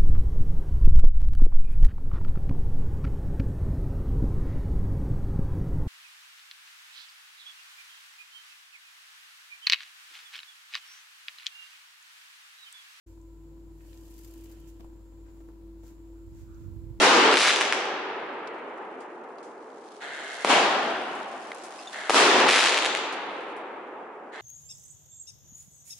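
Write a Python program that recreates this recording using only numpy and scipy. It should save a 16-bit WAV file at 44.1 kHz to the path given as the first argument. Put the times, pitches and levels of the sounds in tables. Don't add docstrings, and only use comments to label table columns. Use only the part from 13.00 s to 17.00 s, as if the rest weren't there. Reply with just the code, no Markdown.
import sys
import numpy as np
from scipy import signal
from scipy.fft import rfft, irfft
from scipy.io import wavfile

SR = 44100
rng = np.random.default_rng(int(sys.argv[2]) if len(sys.argv) > 2 else 0)


def file_out(sig):
    cols = np.atleast_2d(sig).T
    lim = np.clip(cols, -1, 1)
    pcm = np.round(lim * 32767).astype(np.int16)
    wavfile.write(sys.argv[1], SR, pcm)


N = 176400
T = np.arange(N) / SR
BIN_HZ = np.fft.rfftfreq(N, 1 / SR) + 1


def amp(db):
    return 10 ** (np.asarray(db) / 20)


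def unit_rms(x):
    return x / np.sqrt(np.mean(abs(x) ** 2) + 1e-30)


def pan(left_db):
    return amp(np.array([[left_db], [-left_db]]) / 2)


def per_bin(table):
    hz, value = np.transpose(table)
    return np.interp(np.log(BIN_HZ), np.log(hz), value)


def band(centre_hz, width_oct):
    return -20 * np.log10(1 + (np.log2(BIN_HZ / centre_hz) / width_oct) ** 4 / 2)


def envelope(table):
    time_s, level_db = np.transpose(table)
    return amp(np.interp(T, time_s, level_db, left=-120, right=-120))


def strike(time_s, rise_s, fall_s):
    from_peak_s = T - time_s - rise_s / 2
    return np.exp(-(np.minimum(from_peak_s, 0) / rise_s) ** 2 - np.maximum(from_peak_s, 0) / fall_s)


def swell(peak_s, half_s):
    return 1 / np.cosh(np.clip((T - peak_s) / half_s, -20, 20))


# freq_hz, correlation
MIC_CORRELATION = [(50,1),(300,0.64),(640,0.4),(1400,0),(3000,0),(15000,0)]

def colour(pair, spectrum_db):
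    left, independent = rfft(pair)
    shared = per_bin(MIC_CORRELATION)
    right = shared * left + np.sqrt(1 - shared ** 2) * independent
    return unit_rms(irfft(np.array([left, right]) * amp(spectrum_db), N))


def noise(spectrum_db):
    return colour(rng.standard_normal((2, N)), spectrum_db)


def crackle(spectrum_db, snaps_per_s, spread_db):
    snaps = rng.random(N) < snaps_per_s / SR
    size = amp(spread_db * np.minimum(rng.exponential(1, N), 4))
    return colour(snaps * size * rng.standard_normal((2, N)), spectrum_db)


def resonate(x, centre_hz, width_hz):
    carrier = np.exp(2j * np.pi * np.cumsum(centre_hz) / SR)
    pole = np.exp(-np.pi * width_hz / SR)
    return 2 * (carrier * signal.lfilter([1 - pole], [1, -pole], x / carrier)).real


def wavering_tone(pitch_hz, waver_ratio, corner_hz=10.8):
    white = rfft(rng.standard_normal((2, N)))
    level_drift, phase_drift = unit_rms(irfft(white / (1 + (BIN_HZ / corner_hz) ** 2), N))
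    phase = 2 * np.pi * (pitch_hz * T + rng.random())
    tone = (1 + waver_ratio * level_drift) * np.sin(phase)
    return unit_rms(tone + waver_ratio * phase_drift * np.cos(phase))


# time_s, relative_db, fall_ratio
CLAW_STROKES = [(0.943, -52, 0.98), (0.9742, -56, 1), (1.0104, -64, 0.9), (1.0354, -60, 0.9),
                (1.053, -50, 0.9), (1.0804, -54, 0.62), (1.1084, -48, 0.99), (1.1404, -48, 0.9),
                (1.1644, -53, 0.9), (1.1793, -48, 0.9), (1.1896, -46.5, 0.81), (1.2084, -49.5, 0.9),
                (1.234, -51, 0.9), (1.2467, -43.5, 0.99), (1.277, -44.5, 0.9), (1.3094, -48.5, 0.64),
                (1.3384, -43.5, 0.52), (1.377, -48, 0.9), (1.4094, -50.5, 0.97), (1.4386, -45, 0.9),
                (1.4574, -49, 0.82), (1.496, -50.5, 0.99), (1.515, -48.5, 0.9), (1.5234, -55, 0.9),
                (1.6004, -53.5, 0.78)]
# time_s, relative_db
RUFFLE_LEVEL = [(0.7, -78), (0.878, -64.5), (1.256, -62.5), (1.512, -67.5), (1.64, -69.5), (1.686, -69),
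                (1.772, -76), (1.8, -74), (1.85, -77)]
# freq_hz, density_db
CLAW_SPECTRUM = [(710, -41), (1200, -17), (2030, -5), (4200, -5.5), (4830, -0.5), (5490, -5), (7170, 0),
                 (9890, -9), (13100, 2), (15500, -5)]
PLUMAGE_SPECTRUM = [(710, -41), (1200, -13), (1840, 5), (2070, -6.5), (2430, -1), (3050, -0.5), (3500, -4),
                    (4880, 3), (5430, 0), (7330, 5), (9780, -3.5), (12900, 3), (15500, -3.5)]
# freq_hz, relative_left_db
SCRATCH_BALANCE = [(1200,1),(2000,-0.5),(2900,-6),(3700,2),(4800,2.5),(6000,2),(7400,2.5),(9800,10.5),(13000,1),(15500,2)]

def scratching():
    balance_db = np.array([[1], [-1]]) * per_bin(SCRATCH_BALANCE) / 2
    strokes = sum(amp(relative_db) * strike(time_s, rise_s=0.0031, fall_s=0.0069 * fall_ratio)
                  for time_s, relative_db, fall_ratio in CLAW_STROKES)
    barbs = crackle(per_bin(CLAW_SPECTRUM) + balance_db, snaps_per_s=11000, spread_db=2.5)
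    plumage = crackle(per_bin(PLUMAGE_SPECTRUM) + balance_db, snaps_per_s=9000, spread_db=2.5)
    rake = amp(-8.5) * strokes * barbs * pan(2.2)
    ruffle = amp(-1) * envelope(RUFFLE_LEVEL) * plumage * pan(-1.3)
    return rake + ruffle


# time_s, level_db, centre_hz
HAND_RING = [(.78,-84,2100),(.82,-75.5,2200),(.9,-73.5,2780),(1.05,-80,3100),(1.25,-76,2800),(1.5,-73,2680),(1.66,-74,2830),(1.75,-79.5,3100),(1.85,-80,3150)]

def cupped_hand(width_hz=1600):
    time_s, level_db, centre_hz = np.transpose(HAND_RING)
    glide_hz = np.interp(T, time_s, centre_hz)
    ring = crackle(per_bin(PLUMAGE_SPECTRUM), snaps_per_s=3600, spread_db=-0.5)
    for _ in range(2):
        ring = resonate(ring, glide_hz, width_hz)
    return envelope(np.c_[time_s, level_db]) * unit_rms(ring) * pan(-7)


# peak_s, half_s, level_db, tilt_db_per_oct, left_db
FEATHER_BRUSHES = [(0.094,0.045,-72,0,1),(1.53,0.049,-71.5,-2.5,-5),(1.69,0.013,-63.5,2,-6),(1.88,.035,-67,-7,0),(2.287,0.025,-68.5,-6,4),(2.384,.07,-77,2,-2),(2.88,.028,-62.5,0,0.5),(3.398,0.04,-66.5,-1,-3),(3.597,0.072,-74,-2.5,-5.5)]
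# freq_hz, density_db
BRUSH_SPECTRUM = [(500,-30),(1500,4),(3000,-2.5),(5000,-1),(7000,4),(9500,-6.5),(13000,-2),(15500,-4.5)]

def brushing():
    out = np.zeros((2, N))
    for peak_s, half_s, level_db, tilt_db_per_oct, left_db in FEATHER_BRUSHES:
        spectrum_db = per_bin(BRUSH_SPECTRUM) + tilt_db_per_oct * np.log2(BIN_HZ / 5000)
        barbs = crackle(spectrum_db, snaps_per_s=11000, spread_db=3.5)
        out += amp(level_db) * swell(peak_s, half_s) * barbs * pan(left_db)
    return out


# time_s, level_db, centre_hz, width_oct, left_db
HORN_TICKS = [(.215,-66.5,6840,0.27,11),(0.808,-58,1970,0.42,4),(.931,-56,2500,0.98,1),(0.975,-58,4000,0.88,-1),(1.807,-56.5,2200,1.3,-3),(1.845,-53.5,870,0.47,3),(2.264,-64,1290,0.8,7),(2.487,-64,1300,0.67,4),(3.545,-65,5830,0.29,-9)]

def ticks():
    out = np.zeros((2, N))
    for time_s, level_db, centre_hz, width_oct, left_db in HORN_TICKS:
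        click = strike(time_s, rise_s=0.002, fall_s=0.002) * noise(band(centre_hz, width_oct))
        out += amp(level_db) * click * pan(left_db)
    return out


# time_s, level_db
LAP_STEPS = [(.175,-53.5),(1.797,-48.5),(1.803,-50),(1.844,-49.5),(1.862,-59),(2.404,-52),(2.487,-50),(2.834,-48.5)]
# freq_hz, density_db
STEP_SPECTRUM = [(60,7),(150,-9),(300,3),(600,-8),(1000,-11.5),(2000,-25.5),(5000,-33)]

def steps():
    pats = sum(amp(level_db) * strike(time_s, rise_s=0.0011, fall_s=0.0091)
               for time_s, level_db in LAP_STEPS)
    return pats * noise(per_bin(STEP_SPECTRUM)) * pan(2.5)


# time_s, level_db
CLOTH_LEVEL = [(.1,-83),(.4,-67.5),(.55,-64),(1,-63),(1.45,-59.5),(1.72,-65),(1.85,-60),(2.05,-66),(2.3,-60),(2.7,-64.5),(3.0,-61.5),(3.3,-67.5),(3.6,-66),(4,-60.5)]
# freq_hz, density_db
CLOTH_SPECTRUM = [(40,-4),(100,-3),(180,-6),(280,0.5),(500,-9),(750,-14.5),(1100,-17.5),(1600,-24.5),(2500,-31),(6000,-43)]

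def cloth():
    fibres = crackle(per_bin(CLOTH_SPECTRUM), snaps_per_s=700, spread_db=0)
    return envelope(CLOTH_LEVEL) * fibres * pan(2.8)


# peak_s, half_s, level_db
SKIN_RUBS = [(3.184,0.025,-75),(3.51,0.023,-67),(3.567,0.014,-70.5),(3.656,0.036,-76)]

def skin_squeaks():
    rubs = sum(amp(level_db) * swell(peak_s, half_s) for peak_s, half_s, level_db in SKIN_RUBS)
    return rubs * noise(band(centre_hz=1355, width_oct=0.2)) * pan(-4)


# peak_s, level_db
FINGER_SLIPS = [(3.328,-40),(3.437,-38),(3.625,-32),(3.665,-32.5),(3.686,-30.5),(3.77,-31.5),(3.843,-39),(3.871,-33),(3.912,-28)]
# time_s, level_db
GRIP_LEVEL = [(3.05,-78),(3.25,-50.5),(3.35,-44.5),(3.52,-48),(3.6,-43.5),(3.67,-40),(3.73,-40),(3.8,-39),(3.9,-44),(4,-41)]
# freq_hz, density_db
GRIP_SPECTRUM = [(20,-18),(45,0.5),(70,4),(95,4.5),(130,-9),(190,-9),(280,-15),(450,-32),(1000,-58.5)]

def camera_grip(thud_hz=101):
    thuds = sum(amp(level_db) * swell(peak_s, half_s=0.0037) * np.sin(2 * np.pi * thud_hz * (T - peak_s))
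                for peak_s, level_db in FINGER_SLIPS)
    rumble = envelope(GRIP_LEVEL) * noise(per_bin(GRIP_SPECTRUM))[0]
    return (thuds + rumble) * amp([[-20], [0]])


# time_s, level_db
MAIN_TONE_LEVEL = [(0,-55),(.38,-54.5),(.56,-52),(.72,-51),(.81,-54.5),(.9,-52),(1.1,-50.5),(1.17,-53),(1.42,-48.5),(1.55,-52.5),(1.9,-52.5),(2.1,-53.5),(2.55,-52),(2.7,-49.5),(2.93,-54),(3.08,-50.5),(3.6,-52),(4,-50)]
# pitch_hz, level_db, waver_ratio, left_db
HUM_LINES = [(50.8,-49.5,0.02,2.5),(90.2,-62,0.14,-2.5),(153.3,-74.5,0.83,0),(306.9,-68,0.28,9),(427,-81,0.41,3.5),(521.5,-78,.6,9.5),(901,-86.5,0.97,5),(975,-84.5,.6,16.5),(1008,-82,1,8.5),(1346,-88.5,0.93,-9)]

def appliance():
    main_tone = envelope(MAIN_TONE_LEVEL) * wavering_tone(pitch_hz=332.7, waver_ratio=0.16) * pan(-0.83)
    return main_tone + sum(amp(level_db) * wavering_tone(pitch_hz, waver_ratio) * pan(left_db)
                           for pitch_hz, level_db, waver_ratio, left_db in HUM_LINES)


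# peak_s, half_s, level_db, pitch_hz
LOW_TONES = [(0.574,0.18,-63,149.8),(1.63,0.078,-62,148),(2.694,0.069,-61,195.8)]

def low_tones():
    return sum(amp(level_db) * swell(peak_s, half_s) * wavering_tone(pitch_hz, waver_ratio=0.35)
               for peak_s, half_s, level_db, pitch_hz in LOW_TONES)


# freq_hz, density_db
AIR_SPECTRUM = [(20,-12.5),(32,-6.5),(45,5.5),(65,-1),(90,0),(130,-6),(200,-10.5),(320,-6.5),(480,-14),(720,-22),(980,-17.5),(1200,-28.5),(1500,-25.5),(2200,-34.5),(4000,-40),(15000,-47)]
HISS_SPECTRUM = [(1500,-12.5),(2200,0.5),(3100,-0.5),(4500,0.5),(5900,-3),(7400,1.5),(8500,-6),(10000,-5),(12500,-1.4),(15500,-1.8)]
# time_s, level_db
NARROW_HISS_LEVEL = [(0,-74),(.7,-78),(1.3,-77),(1.9,-75.5),(2.4,-73.5),(2.52,-84),(2.72,-95),(2.82,-74),(3.2,-76),(3.6,-77),(4,-83)]

def room_noise():
    air = amp(-60) * noise(per_bin(AIR_SPECTRUM)) * pan(0.17)
    hiss = amp(-73) * noise(per_bin(HISS_SPECTRUM))
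    narrow_hiss = envelope(NARROW_HISS_LEVEL) * noise(band(centre_hz=7276, width_oct=0.079))
    return air + hiss + narrow_hiss * amp([[-14], [0]])


def reverb(x, wet_db, t60_s, predelay_s=0.003):
    t = np.arange(SR // 3) / SR
    tail = rng.standard_normal((2, len(t))) * amp(-60 * t / t60_s) * (t > predelay_s)
    tail /= np.linalg.norm(tail[0])
    return x + amp(wet_db) * signal.fftconvolve(x, tail, axes=1)[:, :N]


def scene():
    lap = scratching() + cupped_hand() + brushing() + ticks() + steps() + cloth() + skin_squeaks()
    return reverb(lap, wet_db=-8, t60_s=0.18) + camera_grip() + appliance() + low_tones() + room_noise()


def record(dry, open_s=0.062, fade_in_s=0.0099, fade_out_s=0.004, cutoff_hz=15780):
    fade_in = np.clip((T - open_s) / fade_in_s, 0, 1)
    fade_out = np.clip((T[-1] - T) / fade_out_s, 0, 1)
    lowpass = signal.firwin(511, cutoff_hz, window=("kaiser", 9), fs=SR)
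    return signal.oaconvolve(dry * fade_in * fade_out, lowpass[None], "same")


dry = scene()
out = record(dry)
file_out(out)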